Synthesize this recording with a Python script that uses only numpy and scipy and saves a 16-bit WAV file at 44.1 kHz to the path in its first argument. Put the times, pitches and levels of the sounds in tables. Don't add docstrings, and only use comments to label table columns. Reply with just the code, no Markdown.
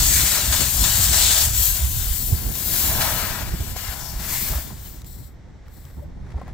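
import sys
import numpy as np
from scipy import signal
from scipy.fft import rfft, irfft, next_fast_len
from scipy.io import wavfile
from scipy.ndimage import uniform_filter1d, map_coordinates

SR = 44100
rng = np.random.default_rng(int(sys.argv[2]) if len(sys.argv) > 2 else 0)


def wrap_up_sound(samples):
    columns = np.atleast_2d(samples).T
    tamed = np.clip(columns, -1, 1)
    steps = np.round(tamed * 32767).astype(np.int16)
    wavfile.write(sys.argv[1], SR, steps)


N = 288052
TIME = np.arange(N) / SR
TOP_HZ = 15900
# (frequency [Hz], likeness [0 to 1])
LIKENESS = [(300, 0.89), (900, 0.94), (2000, 0.51), (2800, 0.45), (4400, 0.64), (5500, 0.38), (8000, .2),
            (15000, .15)]


def amp(db):
    return 10 ** (np.asarray(db) / 20)


def unit(x):
    return x / np.sqrt(np.mean(x ** 2) + 1e-20)


def along(points, hz):
    freqs, values = np.transpose(points)
    return np.interp(np.log(hz + 1), np.log(freqs + 1), values)


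def curves(rows):
    times, *columns = np.transpose(rows)
    return [np.interp(TIME, times, column) for column in columns]


def wobble(rate):
    return map_coordinates(rng.standard_normal(int(N * rate / SR) + 4), [TIME * rate])


def filtered(x, response):
    size = next_fast_len(N + 8192)
    return irfft(rfft(x, size) * response(np.fft.rfftfreq(size, 1 / SR)), size)[..., :N]


def noise(colour, alike=LIKENESS):
    def response(hz):
        spread = np.arccos(np.clip(along(alike, hz), -1, 1)) / 2
        return amp(along(colour, hz)) * np.array([np.cos(spread), np.sin(spread)])
    mid, side = filtered(rng.standard_normal((2, N)), response)
    return np.array([mid + side, mid - side]) / np.std(mid)


def band(x, hz, width_hz):
    edges = np.clip([hz - width_hz / 2, hz + width_hz / 2], 50, SR / 2 - 50)
    return unit(signal.sosfilt(signal.butter(2, edges, "bandpass", fs=SR, output="sos"), x))


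def panned(x, left_db):
    gains = amp(np.array([left_db, -left_db]).reshape(2, -1) / 2)
    return x * gains / np.sqrt(np.mean(gains ** 2, axis=0))


def leak():
    # (time [s], level [dB])
    flow = [(0, -24), (.15, -22.5), (.37, -25), (.72, -29), (1, -24.5), (1.33, -20.5), (1.65, -26),
            (1.82, -34.5), (2.06, -34), (2.27, -35.5), (2.42, -41.5), (2.78, -30), (3.22, -34.5),
            (3.52, -46), (3.7, -41), (3.85, -39.5), (4.18, -45), (4.34, -33.5), (4.48, -35.5),
            (4.76, -51.5), (4.88, -51.5), (5.02, -58)]
    # (time [s], level above the flow [dB])
    spill = [(0, -9.5), (.13, -16.5), (.36, -4), (.72, -11), (1.35, -10.5), (1.68, -14.5), (1.82, -7.5),
             (1.91, -15), (2.05, -8.5), (2.26, -17), (2.4, -3.5), (2.65, -10.5), (3.02, 0.5), (3.42, 6.5),
             (3.68, -3), (3.92, 1.5), (4.05, -4.5), (4.2, 0.5), (4.4, -9), (4.56, 0), (4.65, -4.5),
             (5.02, -2.5)]
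    # (time [s], extra sizzle [dB])
    pinch = [(0, -0.5), (.5, 0), (.75, 3), (1.3, -4.5), (1.6, 2), (2.3, 6), (2.8, 7), (3.65, 2.5),
             (4.35, 4.5), (5.02, 0)]
    # (time [s], left minus right [dB])
    shade = [(0, 5.5), (.75, 11.5), (1.3, 7.5), (2.45, 15), (2.92, 7), (3.3, 17), (4.15, 16.5), (4.43, 7),
             (4.61, 11), (5, 10)]
    # (time [s], lead [ms])
    lead = [(0, 0.041), (2.3, 0.028), (3.0, 0.053), (3.8, 0.069), (4.3, -0.021)]
    # (frequency [Hz], level [dB])
    gush_colour = [(250, -22), (480, -8), (660, -3), (820, -1), (940, 0), (1150, -4.5), (1450, 0.5),
                   (2100, -1.5), (2700, -6.5), (3600, -13), (6000, -65)]
    spray_colour = [(1200, -28), (2300, -13.5), (2800, -6), (3300, -3), (4050, -1.5), (4500, -0.5),
                    (5050, -3), (5550, 0), (6100, -5), (7000, -9.5), (10000, -49)]
    hiss_colour = [(3500, -29), (5600, -20), (6250, -2.5), (6750, -2.5), (7450, 2.5), (8300, -1.5),
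                   (9100, -4.5), (10100, -18), (11000, -9.5), (13000, -28.5), (16000, -44.5)]
    sizzle_colour = [(7000, -39.5), (9500, -7.5), (10900, -8.5), (11900, -3.5), (12750, 0), (13700, -4),
                     (14500, -2.5), (15100, 2.5), (15700, -8), (16200, -12.5)]
    sealed_s, closing_s = 5.09, 0.049
    flow_db, spill_db, pinch_db, shade_db, lead_ms = (
        curves(table)[0] for table in (flow, spill, pinch, shade, lead))
    choke_db, spurt_db = pushes()
    jet_db = flow_db - choke_db
    flutter_db = .5 * wobble(40) + 0.38 * wobble(170)
    sputter_db = .6 * wobble(60)
    gush = amp(jet_db + spill_db + spurt_db + sputter_db) * noise(gush_colour)
    spray = amp(jet_db + 0.9 + 0.3 * spill_db + 0.78 * spurt_db + sputter_db) * noise(spray_colour)
    hiss = amp(jet_db + 0.42 + 0.63 * spurt_db) * noise(hiss_colour)
    sizzle = amp(jet_db + 1.5 + pinch_db) * noise(sizzle_colour)
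    low = panned(gush, .87 * (shade_db - 9.0)) + panned(spray, 0.53 * shade_db)
    high = panned(hiss, 0.91 * shade_db) + panned(sizzle, 0.95 * shade_db) + swelling_bands(shade_db)
    low[1] = map_coordinates(low[1], [(TIME - lead_ms / 1000) * SR])
    open_gap = np.clip((sealed_s - TIME) / closing_s, 0, 1)
    jet = patchy(low + high, depth_db=1.3) * amp(flutter_db)
    return open_gap * reflected(jet, strength=0.12, delay_s=.0014, drift_s=.00008)


def swelling_bands(shade_db):
    # (start [s], end [s], centre [Hz], width [Hz], level [dB])
    bands = [(0, .42, 2130, 1000, -31.5), (1.118, 1.38, 3760, 1500, -27), (1.55, 1.778, 12750, 700, -23.5),
             (2.53, 2.88, 4800, 1300, -41.5), (2.84, 3.24, 810, 460, -33.5), (3.683, 4.29, 835, 300, -46),
             (3.978, 4.15, 5600, 1200, -39), (4.21, 4.546, 2200, 800, -38.5),
             (4.25, 4.683, 14800, 2500, -30), (4.762, 5.002, 14800, 2500, -42)]
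    out = np.zeros((2, N))
    stream = noise([(TOP_HZ, 0)])
    for start, end, hz, width_hz, db in bands:
        span = (TIME >= start) & (TIME < end)
        swell = np.sin(np.pi * (TIME[span] - start) / (end - start))
        hiss = amp(db) * swell * band(stream[:, span], hz, width_hz)
        out[:, span] += panned(hiss, shade_db[span] * min(1, hz / 6000))
    return out


def patchy(x, depth_db):
    spectra = signal.stft(x, nperseg=512)[2]
    patches = rng.standard_normal(spectra.shape[1:])
    patches = uniform_filter1d(patches, size=4, axis=0)
    patches = uniform_filter1d(patches, size=16, axis=1)
    return signal.istft(spectra * amp(depth_db * unit(patches)), nperseg=512)[1][:, :N]


def reflected(x, strength, delay_s, drift_s, count=4):
    out = x.copy()
    for k in range(count):
        echo_time = TIME - delay_s * (k + rng.uniform(0.501, 1.5)) - drift_s * wobble(1.51)
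        out += strength * np.array([np.interp(echo_time, TIME, side) for side in x])
    return out / np.sqrt(1 + count * strength ** 2)


def wind():
    # (time [s], rumble [dB], swirls relative to the rumble [dB])
    strength = [(0, -23, -11), (.1, -25, -11), (.39, -34.5, -5.5), (.53, -27, -15), (.7, -34, -7),
                (.86, -23.5, -18), (1.22, -26.5, -12), (1.7, -28.5, -20.5), (2.42, -27.5, -10),
                (2.58, -37, -3.5), (2.95, -29.5, -3.5), (3.15, -33, -6.5), (3.68, -31, -9),
                (3.85, -37, -8.5), (4.5, -32.5, -9.5), (4.8, -39, -7), (5.15, -39.5, -9.5),
                (5.38, -43.5, -9), (5.9, -41.5, -10), (6.05, -38.5, -7.5), (6.53, -32.5, -13.5)]
    # (time [s], left minus right [dB])
    lean = [(0, 1), (2.3, -6), (3.2, -3), (5.2, -1)]
    # (time [s], peak [dB], width [s], swirls relative to the peak [dB])
    gusts = [(0.246, -20.5, 0.011, -24), (0.492, -17.5, 0.013, -34), (0.614, -25.5, 0.016, -2.5),
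             (0.824, -22, 0.035, -9.5), (1.128, -25, 0.0098, -13.5), (1.463, -18.5, 0.029, -18.5),
             (1.602, -13.5, 0.011, -31), (1.844, -13.5, 0.012, -21.5), (2.114, -13.5, 0.0095, -36),
             (2.332, -12, 0.016, -17.5), (2.473, -18.5, 0.021, -22), (3.532, -20, .014, -13),
             (3.615, -24, 0.012, -7.5), (4.169, -20, 0.011, -27), (4.517, -21.5, 0.012, -12),
             (4.572, -18.5, 0.015, -16), (5.989, -28.5, 0.016, -11), (6.362, -17.5, 0.0071, -31)]
    # (frequency [Hz], level [dB])
    rumble_colour = [(12, -19), (25, -3.5), (42, -1.5), (66, 2.5), (85, -3.5), (120, -7.5), (170, -19),
                     (260, -38), (600, -76)]
    swirl_colour = [(70, -9.5), (115, 5), (170, 3), (270, -4), (380, -8.5), (520, -16.5), (900, -16.5),
                    (2500, -56)]
    # (frequency [Hz], likeness [0 to 1])
    alike = [(30, 0.86), (70, 1), (130, 0.52), (300, 0.22), (600, 0.36)]
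    rumble_db, swirl_db = curves(strength)
    side_db, = curves(lean)
    rumble = noise(rumble_colour, alike)
    rumble /= np.sqrt(np.abs(uniform_filter1d(rumble.mean(0) ** 2, size=4000)) + 0.035)
    rumble *= amp(rumble_db + 1.9 * wobble(18))
    swells = np.array([amp(db) * np.exp(-.5 * ((TIME - s) / width) ** 2) for s, db, width, _ in gusts])
    shed = amp([db for *_, db in gusts]) @ swells
    swing_hz = 60 * np.exp(0.2018 * wobble(40))
    swing = 1.01 * np.sin(2 * np.pi * np.cumsum(swing_hz) / SR)
    swirl_gain = np.hypot(amp(rumble_db + swirl_db + 1.24), shed) * amp(2.95 * wobble(50))
    return panned(rumble + swells.sum(0) * swing + swirl_gain * noise(swirl_colour, alike), side_db)


def outdoors():
    # (frequency [Hz], level [dB])
    colour = [(40, 7), (200, -7.5), (500, -7.5), (1000, -14), (2100, -11.5), (2400, -20), (2900, -23),
              (3500, -19.5), (5000, -25), (5550, -20.5), (6500, -26), (8000, -28.5), (9500, -43),
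              (16000, -47.5)]
    return amp(-53.5) * noise(colour)


def pushes(spurt_fade_s=0.044):
    # (release [s], held before that [s], choke [dB], spurt [dB])
    shoves = [(.525, 0.14, 3, 8.5), (.606, .02, 0.5, 5.5), (0.839, .04, -1, 9), (1.13, 0.065, 2, 3),
              (1.57, 0.11, 7, -4), (2.55, 0.078, 2, 2), (3.009, 0.11, 2, 7), (3.764, 0.044, 6, 2.5),
              (5.045, .022, 9, 0)]
    choke_db = spurt_db = 0
    for s, held, choke, spurt in shoves:
        choke_db += choke * np.sqrt(np.clip(1 - (2 * (TIME - s) / held + 1) ** 2, 0, 1))
        spurt_db += spurt * (TIME > s) * np.exp(-np.abs(TIME - s) / spurt_fade_s)
    return choke_db, spurt_db


def ticks(fade_s=0.0084):
    # (time [s], level [dB])
    cracks = [(2.554, -22), (3.763, -35), (5.0186, -37), (5.0456, -37), (5.683, -45), (5.853, -43),
              (6.417, -47), (6.48, -46)]
    # (frequency [Hz], level [dB])
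    colour = [(400, -12), (1500, -3), (6000, -1), (9000, -10), (16000, -2)]
    level = sum(amp(db - 60 * np.abs(TIME - s) / fade_s) * (TIME >= s) for s, db in cracks)
    return panned(level * noise(colour), left_db=3.3)


def knocks():
    # (time [s], peak [dB])
    bumps = [(3.762, -26), (4.534, -30), (4.557, -35), (4.584, -31), (4.704, -37), (6.343, -38),
             (6.381, -35), (6.391, -35), (6.415, -29), (6.479, -31)]
    # (typical pitch [Hz], level [dB], time to fade by 60 dB [s])
    notes = [(533, -2, 0.026), (784, 8, 0.02), (940, 0, 0.029), (1450, 0, 0.011), (1910, -9, .012)]
    out, t = np.zeros(N + SR), np.arange(SR // 8) / SR
    for s, db in bumps:
        ring = 0
        for hz, note_db, fade_s in notes:
            fade = amp(note_db + rng.normal(0, 0.92) - 60 * t / fade_s)
            ring += fade * np.sin(2 * np.pi * hz * rng.lognormal(0, 0.11) * t)
        click = 0.092 * amp(-60 * t / 0.0091) * rng.standard_normal(len(t))
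        blow = (ring + click) * (1 - np.exp(-t / 0.001))
        out[round(s * SR):][:len(t)] += amp(db) * blow / np.abs(blow).max()
    return panned(out[:N], left_db=2.3)


def scuffs():
    # (middle [s], half-width [s], level [dB])
    strokes = [(4.545, .028, -38.5), (4.725, .035, -56), (5.693, 0.022, -51), (5.888, .025, -53),
               (6.3, 0.043, -53), (6.394, .022, -50), (6.49, 0.024, -47)]
    # (frequency [Hz], level [dB])
    colour = [(200, -9.5), (550, -1.5), (900, -5), (1400, -7.5), (2000, -7), (2800, -17.5), (4000, -18),
              (8000, -25), (16000, -39.5)]
    level = sum(amp(db) / (1 + ((TIME - s) / width) ** 2) for s, width, db in strokes)
    catches = unit(amp(2.5 * wobble(220) + 2 * wobble(50)))
    return panned(level * catches * noise(colour), left_db=2.5)


def seep(sag_db_per_s=32.5, cutoff_db_per_s=258):
    # (start [s], rise [s], pinched off after [s], level [dB])
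    spurts = [(5.042, 0.027, 0.23, -43.5), (5.628, 0.14, 0.4, -52)]
    # (frequency [Hz], level [dB])
    colour = [(2800, -20.5), (4100, -7.5), (5000, -13.5), (5650, -8), (6400, -17.5), (7750, -2),
              (8900, -12), (11200, -12.5), (12700, -2.5), (13900, -11), (14700, 3), (15400, -9),
              (16000, -8.5)]
    level = np.zeros(N)
    for start, rise, length, db in spurts:
        t = TIME - start
        fall_db = sag_db_per_s * np.maximum(t - rise, 0) + cutoff_db_per_s * np.maximum(t - length, 0)
        level += np.clip(t / rise, 0, 1) ** 2 * amp(db - fall_db)
    return panned(level * amp(1.1 * wobble(58)) * noise(colour), left_db=8.3)


def creak(peak_s=6.029, fade_s=0.013, hz=590, db=-39):
    t = TIME - peak_s
    pitch = hz * np.exp(-2.5 * np.clip(t, -.1, .1) + 0.055 * wobble(250))
    swell = np.exp(-.5 * (t / np.where(t < 0, .45 * fade_s, fade_s)) ** 2)
    return panned(amp(db) * swell * np.sin(2 * np.pi * np.cumsum(pitch) / SR), left_db=18)


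def scene():
    return leak() + seep() + wind() + knocks() + ticks() + scuffs() + creak() + outdoors()


def record(dry):
    rounded = dry / (1 + np.abs(dry / .95) ** 8) ** (1 / 8)
    return filtered(rounded, lambda hz: np.clip((TOP_HZ + 100 - hz) / 250, 0, 1) ** 2)


dry = scene()
out = record(dry)
wrap_up_sound(out)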